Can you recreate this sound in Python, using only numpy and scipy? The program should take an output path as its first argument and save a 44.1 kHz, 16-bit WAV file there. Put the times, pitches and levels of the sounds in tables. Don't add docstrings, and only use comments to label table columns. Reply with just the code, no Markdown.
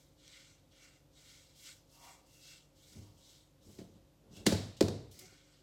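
import sys
import numpy as np
from scipy import signal
from scipy.fft import rfft, irfft, next_fast_len
from scipy.io import wavfile
from scipy.ndimage import uniform_filter1d

SR = 44100
rng = np.random.default_rng(int(sys.argv[2]) if len(sys.argv) > 2 else 0)


def output_pcm(signal):
    pcm = np.clip(np.atleast_2d(signal).T, -1, 1) * 32767
    wavfile.write(sys.argv[1], SR, np.round(pcm).astype(np.int16))


def field_ratio(decibels):
    return 10 ** (np.asarray(decibels, dtype=float) / 20)


N = 247907

# frequency in Hz, relative level in dB per Hz.
CRUMB_HISS = [(3000, 3.5), (3600, 1.5), (5500, -1.5), (8200, -5), (9000, -19)]
# frequency in Hz, relative level in dB per Hz.
FINE_HISS = [(5060, -3), (8600, -6.5), (9840, -8.5), (11100, -6), (13400, -8), (16000, -14.5)]
# frequency in Hz, width of one filter pass in Hz, relative level in dB.
PLATE = [(1495, 360, 3.5), (1852, 155, -3), (2117, 650, 9), (2717, 280, -2.5), (3340, 320, -7),
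         (3800, 700, 0.5), (4140, 1800, 0), (5980, 190, -0.5), (7000, 100, -3), (8000, 420, 4.5)]
# frequency in Hz, relative level in dB,
# time to die away by 60 dB in seconds.
COUNTER = [(80.6, -3.5, 0.25), (100, -1.5, 0.58), (138.4, -2.5, 0.23), (179.1, 0, 0.25),
           (215.2, 6.5, 0.095), (301, 2, 0.11), (362, 6.5, 0.055), (421.5, 5.5, 0.04), (544.5, 4.5, 0.046),
           (672, -5.5, 0.12), (856, -9, 0.12), (960, -34, 0.11)]
# dB under the top at the start, the same at the end,
# then slope in dB per second before the start and after the end.
SWELL = (13, 15.5, 240, 110)


def rms_one(x):
    return x / np.sqrt(np.mean(x ** 2) + 1e-20)


def at_hz(points, hz):
    table_hz, values = np.array(points)[:, 0], np.array(points)[:, 1]
    return np.interp(np.log(hz + 1), np.log(table_hz), values)


def coloured(x, spectrum):
    size = next_fast_len(len(x))
    hz = np.arange(size // 2 + 1) * SR / size
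    octaves_below = np.maximum(np.log2(spectrum[0][0] / (hz + 1)), 0)
    octaves_above = np.maximum(np.log2((hz + 1) / spectrum[-1][0]), 0)
    gain = field_ratio(at_hz(spectrum, hz) - 60 * (octaves_below + octaves_above))
    return rms_one(irfft(rfft(x, size) * gain, size)[:len(x)])


def resonant(x, peaks):
    out = 0
    for hz, width, level_db in peaks:
        r = np.exp(-np.pi * width / SR)
        b = np.array([1, 0, -1]) * (1 - r * r) / 2
        a = [1, -2 * r * np.cos(2 * np.pi * hz / SR), r * r]
        once = signal.lfilter(b, a, x)
        out = out + field_ratio(level_db) * signal.lfilter(b, a, once)
    return rms_one(out)


def drift(rate):
    r = np.exp(-2 * np.pi * rate / SR)
    noise = rng.standard_normal(N + SR)
    return rms_one(signal.lfilter([1], [1, -2 * r, r * r], noise)[SR:])


def swells(rows, start_db, end_db, in_db_per_s, out_db_per_s, lag_s=0):
    s, rise, fall = np.array(rows).T[:3, :, None]
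    since = np.arange(N) / SR - s - lag_s
    early = since < 0
    length = np.maximum(np.where(early, rise, fall), .005)
    beyond = np.maximum(np.abs(since) - length, 0)
    drop_db = np.where(early, start_db, end_db) * np.minimum(np.abs(since) / length, 1)
    return -drop_db - np.where(early, in_db_per_s, out_db_per_s) * beyond


def grains(per_s, spread_db, clump_db):
    born = rng.random(N) < per_s / SR
    single_db = spread_db * np.minimum(rng.exponential(1, N), 4)
    sizes = field_ratio(single_db + clump_db * drift(27))
    return rms_one(born * sizes * rng.choice([-1, 1], N))


def damped_rings(crumbs, peaks, wander_db):
    out = 0
    for peak in peaks:
        level = field_ratio(peak[2] + wander_db * drift(2.03))
        out = out + level * resonant(crumbs, [peak])
    return rms_one(out)


def patchy(x, patchy_db, rate):
    size = next_fast_len(N)
    octaves = np.log2((np.arange(size // 2 + 1) + 1) * SR / size / 2400)
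    out = 0
    for k in range(8):
        share = np.clip(1 - np.abs(3 * octaves - k), 0, 1)
        band = irfft(rfft(x, size) * share, size)[:N]
        out = out + field_ratio(patchy_db * drift(rate)) * band
    return rms_one(out)


def rubbing():
    strokes = [(0.0, .1, 0.13, -74.5, -7, -20, -1.5), (0.339, 0.14, 0.22, -61, -5.5, -9.5, -13.5),
               (.84, 0.12, 0.12, -63.5, -2.5, -11, -11), (1.18, .04, 0.11, -64.5, -9, -23, -11.5),
               (1.309, 0.095, .2, -61.5, -7, -10, -9), (1.61, 0.049, .15, -65.5, -6.5, -10, 1),
               (1.675, 0.033, 0.049, -54.5, -6, -10, -15), (1.95, 0.051, 0.1, -69.5, -8, -2, 1),
               (2.068, .07, 0.1, -60.5, -4, -6, -6), (2.36, 0.093, 0.17, -69.5, -6, -1, -0.5),
               (2.512, 0.082, 0.08, -57, -8.5, -11, -11.5), (2.94, 0.17, .17, -64, -9, -17, -5),
               (3.309, 0.13, 0.13, -64.5, -10.5, -21, -6.5), (3.722, 0.093, .14, -67, -11, -25, -2),
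               (3.96, 0.036, 0.047, -77.5, -20, -24, -14), (4.371, 0.047, 0.076, -60.5, -8.5, -4.5, -8),
               (5.21, 0.067, 0.052, -65, -3, -14, 1), (5.3, 0.17, .35, -65.5, -2, -16, -18)]
    # dB under its top at touch-down, the same at lift,
    # then slope in dB per second before touch-down and after lift.
    press_shape = (9.6, 10, 660, 164)
    ring_growth, ring_lag_s = 1.22, 0.012
    hiss_db, low_db, upper_db, top_db = np.array(strokes).T[3:]
    press = field_ratio(swells(strokes, *press_shape))
    ringing = field_ratio(ring_growth * swells(strokes, *press_shape, ring_lag_s))
    crumbs = grains(per_s=12000.0, spread_db=0.0, clump_db=0.83)

    low_rings = field_ratio(hiss_db + low_db) @ ringing * damped_rings(crumbs, PLATE[:3], wander_db=1.5)
    upper_rings = field_ratio(hiss_db + upper_db) @ ringing * damped_rings(crumbs, PLATE[3:5], wander_db=3.0)
    hiss = coloured(crumbs, CRUMB_HISS) + field_ratio(-13.5) * resonant(crumbs, PLATE[5:])
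    hiss = patchy(hiss, patchy_db=2.5, rate=9.4)
    fine_top = field_ratio(hiss_db + top_db) @ press * coloured(crumbs, FINE_HISS)
    return field_ratio(hiss_db) @ press * hiss + low_rings + upper_rings + fine_top


def hollow():
    # top of the swell in seconds, rise in seconds, fall in seconds, level in dB.
    hollow_swells = [(2.076, 0.11, 0.15, -59), (3.07, 0.13, 0.35, -75)]
    # frequency in Hz, width of one filter pass in Hz, relative level in dB.
    hollow_ring = [(745, 180, -5), (941, 79, 0.5), (1080, 180, -6)]
    level = field_ratio(np.array(hollow_swells)[:, 3]) @ field_ratio(swells(hollow_swells, *SWELL))
    return level * resonant(rng.standard_normal(N), hollow_ring)


def bursts(rows, spectrum):
    envelope, t = np.zeros(N), np.arange(N) / SR
    for s, level_db, t60 in rows:
        since = np.maximum(t - s, 0)
        rise_s = min(0.02 * t60, 0.0053)
        envelope += field_ratio(level_db - 60 * since / t60) * (1 - np.exp(-since / rise_s))
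    return envelope * coloured(rng.standard_normal(N), spectrum)


def snaps():
    # start in seconds, level in dB, time to die away by 60 dB in seconds,
    # finest top in dB over the level.
    ticks = [(.2645, -56, 0.0074, -12), (0.2784, -46, 0.0086, -11), (4.367, -49, 0.011, -10),
             (4.766, -55.5, 0.14, -12), (5.11, -62, .2, 3), (5.158, -72.5, .015, -1),
             (5.19, -52, 0.046, 4.5)]
    broad = bursts([row[:3] for row in ticks], CRUMB_HISS)
    fine = bursts([(s, level_db + top_db, t60) for s, level_db, t60, top_db in ticks], FINE_HISS)
    return broad + fine


def near(hz, centre_hz, fall_db):
    return field_ratio(-fall_db * np.log2(hz / np.maximum(centre_hz, 40)) ** 2)


def counter(forces):
    out = 0
    for force, (hz, level_db, t60) in zip(forces, COUNTER):
        r = field_ratio(-60 / (max(t60, .01) * SR))
        w = 2 * np.pi * hz / SR
        ring = signal.lfilter([0, np.sin(w)], [1, -2 * r * np.cos(w), r * r], force + 1e-18)
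        out = out + field_ratio(level_db) * ring
    return out


def thumps():
    # start in seconds, thud push in dB, pitch centre in Hz,
    # fall from that centre in dB per octave squared, crack level in dB,
    # time for the crack to die away by 60 dB in seconds.
    blows = [(2.955, -50, 91, 5.5, -85, 0.027), (3.784, -47, 310, 16, -55, 0.13),
             (3.811, -53.5, 294, 1.5, -70, 0.048), (4.4568, -42, 303, 13, -38, 0.49),
             (4.4649, -24.5, 292, 7, -15.5, 0.032), (4.5199, -33, 227, -2, -36, 0.063),
             (4.8077, -19.5, 400, 13, -23, 0.03), (4.825, -30.5, 100, 7, -34.5, 0.019),
             (4.8824, -41, 500, 0.4, -35, 0.026)]
    # frequency in Hz, relative level in dB per Hz.
    crack_colour = [(530, -4.5), (900, -12.5), (1130, -14.5), (2090, -9.5), (2860, -15), (3960, -8),
                    (4360, -9), (7580, -14.5), (8050, -16.5), (9770, -25), (16000, -31)]
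    forces = np.zeros((len(COUNTER), N))
    push = np.hanning(40)
    push = push / push.sum()
    for k, (hz, _, _) in enumerate(COUNTER):
        lag = .008 / np.sqrt(hz)
        for s, thud_db, centre_hz, fall_db, *_ in blows:
            at = round((s + lag) * SR)
            strength = (-1) ** k * field_ratio(thud_db) * near(hz, centre_hz, fall_db)
            forces[k, at:at + len(push)] += strength * push
    cracks = bursts([(row[0], *row[4:]) for row in blows], crack_colour)
    return counter(forces) + cracks


def drag():
    # top of the swell in seconds, rise in seconds,
    # fall in seconds, rumble level in dB, pitch centre in Hz.
    drags = [(2.964, 0.017, 0.15, -52, 130), (3.7, .06, 0.051, -55, 172), (3.796, 0.01, 0.057, -51, 230),
             (3.97, 0.053, 0.079, -60.5, 185), (4.421, 0.17, 0.064, -51.5, 240),
             (5.23, 0.33, 0.13, -61, 190)]
    shapes = field_ratio(np.array(drags)[:, 3:4] + swells(drags, *SWELL)) + 1e-12
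    level = shapes.sum(axis=0)
    centre_hz = np.array(drags)[:, 4] @ shapes / level
    slips = grains(per_s=1800.0, spread_db=1.0, clump_db=-1.5)
    shaken = counter([slips * near(hz, centre_hz, fall_db=3.5) for hz, _, _ in COUNTER])
    loudness = np.sqrt(uniform_filter1d(shaken ** 2, size=4000) + 1e-12)
    return level * shaken / loudness


def creaks():
    # start in seconds, length in seconds, frequency of the lower tone in Hz, its peak in dB.
    creak_rows = [(5.207, 0.07, 370, -60), (5.311, 0.033, 379, -64)]
    out = np.zeros(N)
    for s, length, hz, level_db in creak_rows:
        at, swell = round(s * SR), np.hanning(int(length * SR))
        phase = 2 * np.pi * hz * np.arange(len(swell)) / SR
        tones = np.sin(phase) + 0.52 * np.sin(2 * phase)
        out[at:at + len(swell)] += field_ratio(level_db) * swell * tones
    return out


def kitchen(x):
    # frequency in Hz, time to die away by 60 dB in seconds.
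    kitchen_t60 = [(80, 0.61), (300, 0.5), (1000, 0.59), (4000, 0.61), (8000, 0.48), (15000, 0.14)]
    out, edges = 0, 45 * 2 ** np.arange(0, 8.6, .5)
    white = rng.standard_normal((2, N))
    arrive = np.exp(-1 / (0.00057 * SR))
    for k, (low, high) in enumerate(zip(edges, edges[1:])):
        band = signal.butter(2, [low, high], "band", fs=SR, output="sos")
        t60 = at_hz(kitchen_t60, np.sqrt(low * high))
        keep = field_ratio(-120 / (t60 * SR))
        received = signal.sosfilt(band, x + 1e-9) ** 2
        energy = signal.lfilter([1 - keep], [1, -keep], received)
        energy = signal.lfilter([1 - arrive], [1, -arrive], energy)
        out = out + np.sqrt(energy) * rms_one(signal.sosfilt(band, white[k % 2]))
    return out


def room_tone():
    # frequency in Hz, relative level in dB per Hz.
    room_colour = [(36, -37), (62, 1.5), (150, -1), (223, -8.5), (294, -3), (417, -10.5), (538, -6.5),
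                   (604, -11), (1680, -24), (3700, -22.5), (7610, -26.5), (9160, -30.5), (14900, -29.5),
                   (16000, -75)]
    # frequency in Hz, middle level in dB rms.
    motor_tones = [(48.4, -74.5), (96.9, -81), (145.3, -76.5), (269.2, -83), (301.5, -80), (538.3, -80)]
    t = np.arange(N) / SR
    hum = 0
    for hz, level_db in motor_tones:
        level = np.sqrt(2) * field_ratio(level_db + 0.78 * drift(5.4))
        turns = hz * t + rng.random() + 0.17 * drift(0.75)
        hum = hum + level * np.sin(2 * np.pi * turns)
    return field_ratio(-69.5) * coloured(rng.standard_normal(N), room_colour) + hum


def scene():
    hits = thumps() + snaps()
    tail = kitchen(hits)
    singing = field_ratio(-69.5) * resonant(tail, PLATE[5:7])
    on_plate = rubbing() + hollow()
    mix = hits + field_ratio(-8) * tail + singing + on_plate + drag() + creaks() + room_tone()
    return mix[None]


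def band_limit(x):
    return signal.sosfilt(signal.butter(12, 16500, fs=SR, output="sos"), x)


def record(dry):
    bass_cut = signal.butter(4, 42, "high", fs=SR, output="sos")
    return band_limit(signal.sosfilt(bass_cut, dry))


dry = scene()
out = record(dry)
output_pcm(out)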